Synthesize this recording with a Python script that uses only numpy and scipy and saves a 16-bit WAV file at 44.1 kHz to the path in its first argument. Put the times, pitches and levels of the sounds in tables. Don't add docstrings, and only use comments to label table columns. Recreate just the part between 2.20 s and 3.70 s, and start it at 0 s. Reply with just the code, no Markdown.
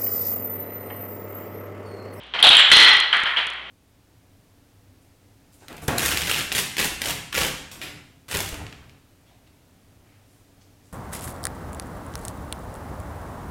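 import sys
import numpy as np
from scipy import signal
from scipy.fft import rfft, irfft, next_fast_len
from scipy.io import wavfile
from scipy.ndimage import map_coordinates

SR = 44100
rng = np.random.default_rng(int(sys.argv[2]) if len(sys.argv) > 2 else 0)


def log_audio(samples):
    frames = np.atleast_2d(samples).T
    limited = np.clip(frames, -1, 1)
    pcm = np.round(limited * 32767).astype(np.int16)
    wavfile.write(sys.argv[1], SR, pcm)


def volts_from_decibels(level):
    exponent = np.asarray(level, float) / 20
    return 10 ** exponent


N = 66150

# (frequency [Hz], gain [dB])
MIC = [(100, 4), (500, -1), (1000, 0), (4300, 4.53), (5000, -5.5), (6500, -11), (10000, -30)]


def mallet():
    # (time [s], level [dB], direct ring over room [dB], ring [Hz], ring length [s])
    strikes = [
        (.2266, -4, 6.1, 3280, 0.0043),
        (.289, -22, 18.5, 3354, 0.0074),
    ]
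    # (centre [Hz], width [Hz], level [dB])
    struck = [(776, 620, -7.5), (1620, 3600, -2), (2706, 610, 3), (3280, 550, 9), (3700, 450, 7),
              (4030, 200, -9), (7850, 930, 4)]
    return knocks(strikes, struck)


def mallet_taps():
    # (time [s], level [dB], direct ring over room [dB], ring [Hz], ring length [s])
    touches = [
        (.1372, -28, 6, 3120, 0.0023),
        (.1845, -35.5, 0, 3190, 0.0041),
        (.189, -29.5, 8.5, 2960, 0.0045),
    ]
    # (centre [Hz], width [Hz], level [dB])
    struck = [(1037, 1800, 9), (2000, 1200, 6.5), (3150, 330, 11.5), (4300, 1200, -33)]
    return knocks(touches, struck)


def table_thud():
    # (time [s], level [dB], direct ring over room [dB], ring [Hz], ring length [s])
    push = [
        (.236, -32, 6.5, 716.4, 0.054),
    ]
    # (centre [Hz], width [Hz], level [dB])
    struck = [(565, 260, 0), (896, 200, 0.5)]
    return knocks(push, struck)


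def near_rail():
    # (time [s], level [dB], direct ring over room [dB], ring [Hz], ring length [s])
    rattle = [
        (.362, -23.5, 2.5, 3300, 0.0013),
        (.3672, -11.5, 8.6, 3150, 0.0046),
        (.3712, -18, 15, 2660, 0.0012),
    ]
    # (centre [Hz], width [Hz], level [dB])
    struck = [(960, 700, -25.5), (1890, 1400, 1), (3000, 170, 9.5), (3280, 360, 7.5), (4070, 610, -22),
              (7560, 400, 8.5)]
    return knocks(rattle, struck)


def end_wall():
    # (time [s], level [dB], direct ring over room [dB], ring [Hz], ring length [s])
    crack = [
        (.5152, 0.58, 1.5, 2032, 0.0039),
    ]
    # (centre [Hz], width [Hz], level [dB])
    struck = [(378, 236, -11.5), (870, 50, -5.5), (1440, 1240, -6.5), (1972, 137, 4.5), (2310, 1800, -9),
              (3257, 560, 3), (4136, 120, 4), (5620, 2150, -5.5)]
    return knocks(crack, struck)


def far_rail():
    # (time [s], level [dB], direct ring over room [dB], ring [Hz], ring length [s])
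    clatter = [
        (.9268, -19, 5.7, 3050, 0.0044),
        (1.056, -24.5, 5.3, 3050, 0.0029),
    ]
    # (centre [Hz], width [Hz], level [dB])
    struck = [(970, 800, -4.5), (1370, 600, 1), (1844, 920, 4), (3150, 380, 3.5), (4540, 1700, -39)]
    return knocks(clatter, struck)


def far_wall():
    # (time [s], level [dB], direct ring over room [dB], ring [Hz], ring length [s])
    double = [
        (1.163, -28.5, 2, 3000, .004),
        (1.169, -26, 4, 3182, 0.0051),
    ]
    # (centre [Hz], width [Hz], level [dB])
    struck = [(1050, 1400, -5.5), (2050, 1000, -0.5), (3050, 520, 1.5), (3300, 140, -1),
              (4400, 1400, -23.5)]
    return knocks(double, struck)


def knocks(hits, body):
    contact_s, wander_rad = 0.0024, 0.13
    out = np.zeros(N + 2 * SR)
    for start_s, db, direct_db, ring_hz, length_s in hits:
        room = room_tail()
        t = np.arange(len(room)) / SR
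        shape = (1 - np.exp(-t / contact_s)) * np.exp(-(t / length_s) ** 4)
        drift = wander_rad * np.cumsum(rng.standard_normal(len(t)))
        ring = np.sin(2 * np.pi * ring_hz * t + drift)
        rattle = rng.standard_normal(len(t))
        direct = volts_from_decibels(direct_db) * shape * (ring + rattle)
        out[round(start_s * SR):][:len(t)] += volts_from_decibels(db) * (room + direct)
    return signal.fftconvolve(out[:N], ringing(body))[:N]


def ringing(body):
    skirt = 1.6
    f = np.fft.rfftfreq(8192, 1 / SR)
    power = 0
    for centre, width, db in body:
        damping = (f * width) ** 2
        power = power + volts_from_decibels(2 * db) * (damping / ((centre ** 2 - f ** 2) ** 2 + damping)) ** skirt
    cepstrum = irfft(np.log(power + 1e-9) / 2)
    cepstrum = cepstrum * np.r_[1, np.full(len(f) - 1, 2), np.zeros(len(f) - 2)]
    response = irfft(np.exp(rfft(cepstrum)))
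    return response / np.linalg.norm(response)


def room_tail():
    # (frequency [Hz], time to fall 60 dB [s])
    decay = [(200, 0.46), (1000, 1.053), (2500, 0.93), (4000, 0.74), (8000, 0.41)]
    build_s, early_s, early_db = 0.0073, 0.018, 1.5
    hz, t, bins = signal.stft(rng.standard_normal(SR + SR // 4), SR, nperseg=256)
    fading = bins * volts_from_decibels(-60 * t / along(decay, hz)[:, None])
    tail = signal.istft(fading, SR, nperseg=256)[1]
    t = np.arange(len(tail)) / SR
    return tail * (1 - np.exp(-t / build_s)) * (1 + volts_from_decibels(early_db) * np.exp(-t / early_s))


def blower():
    # (frequency [Hz], density [dB per Hz])
    air = [(30, -35.5), (130, -18), (450, -13), (2600, -14.5), (3150, -5.5), (3700, -16), (5000, -32.5),
           (9000, -51)]
    # (frequency [Hz], level [dB, 8 dB below the sine's peak])
    mains = [(59, -62), (119, -72.5)]
    hiss_db, sway_db = -46.5, 0.9
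    t = np.arange(N) / SR
    sway = map_coordinates(rng.standard_normal(40), [t * 20])

    def air_colour(f):
        return volts_from_decibels(along(air, f) - along(MIC, f)) * (f < 9500)

    hiss = unit(filtered(rng.standard_normal(N), air_colour))
    hum = sum(volts_from_decibels(db + 8 - along(MIC, hz)) * np.sin(2 * np.pi * hz * t) for hz, db in mains)
    return volts_from_decibels(hiss_db + sway_db * sway) * hiss + hum


def unit(x):
    return x / np.sqrt(np.mean(x ** 2) + 1e-20)


def along(points, hz):
    f, v = np.transpose(points)
    return np.interp(np.log(hz + 1), np.log(f + 1), v)


def filtered(x, response):
    m = next_fast_len(len(x) + SR // 4)
    return irfft(rfft(x, m) * response(np.fft.rfftfreq(m, 1 / SR)), m)[:len(x)]


def scene():
    puck = mallet_taps() + mallet() + table_thud() + near_rail() + end_wall() + far_rail() + far_wall()
    return (puck + blower())[None]


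def ticks():
    join_frames = [1, 2, 6, 8, 9, 11, 15, 16, 17, 18, 19, 21, 22, 23, 24, 29, 30, 31, 38, 39, 40]
    # (level [dB], share of plain spike [0-1], slow settling [share of spike])
    join_ticks = [(-41, 0.6, 0.1), (-48, .4, .01), (-27, 0.27, 0.6), (0, .9, 0.17), (-13, 1, 0.76),
                  (-9, 1, 0.6), (-17.5, 1, .4), (0, 2.3, 0.13), (-2.5, 0, 0.37), (-5, .6, .05),
                  (-14, .6, .05), (-18, 0.7, .02), (-17, 0, 0.4), (-16, .9, 0.3), (-8, 0.7, 0.02),
                  (-21.5, 1, 0.44), (-30, .4, 0.3), (-21.5, 1, 0.9), (-18.5, 1, 0.2), (-21, 1, .02),
                  (-35.5, .3, 0.1)]
    first_s, frame_s, settle_s = 0.0029, 1 / 30, 0.0002
    at = np.round((first_s + frame_s * np.array(join_frames)) * SR).astype(int)
    db, spike, settle = np.transpose(join_ticks)
    size = volts_from_decibels(db) * 2 * np.sign(rng.standard_normal(len(at)))
    out, slow = np.zeros(N), np.zeros(N)
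    out[at] = size
    out[at + 2] = -size * (1 - np.clip(spike, 0, 1))
    slow[at] = size * settle
    return out + signal.lfilter([1], [1, -np.exp(-1 / (settle_s * SR))], slow)


def roll_off(x):
    return signal.sosfilt(signal.butter(12, 16810, fs=SR, output="sos"), x)


def record(dry):
    limit_db, react_s, ratio = -8.5, 0.0042, 0.95
    grit_db = -32
    clip, hardness = 0.715, 16
    band_hz, image_db, top_hz = 10960, -6.5, 16100

    def band(f):
        return 1 / (1 + (f / band_hz) ** 24)

    def output_band(f):
        return (volts_from_decibels(image_db) + (1 - volts_from_decibels(image_db)) * band(f)) * (f < top_hz)

    x = filtered(dry[0], lambda f: volts_from_decibels(along(MIC, f)))
    keep = np.exp(-1 / (react_s * SR))
    level = np.sqrt(signal.lfilter([1 - keep], [1, -keep], x ** 2) + 1e-12)
    gain = np.minimum(1, volts_from_decibels(limit_db) / level) ** ratio
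    grit = volts_from_decibels(grit_db) * level * rng.standard_normal(N)
    x = filtered(gain * (x + grit) + ticks(), band)
    x = x / (1 + np.abs(x / clip) ** hardness) ** (1 / hardness)
    x = filtered(x, output_band)
    return roll_off(x[None])


dry = scene()
out = record(dry)
log_audio(out)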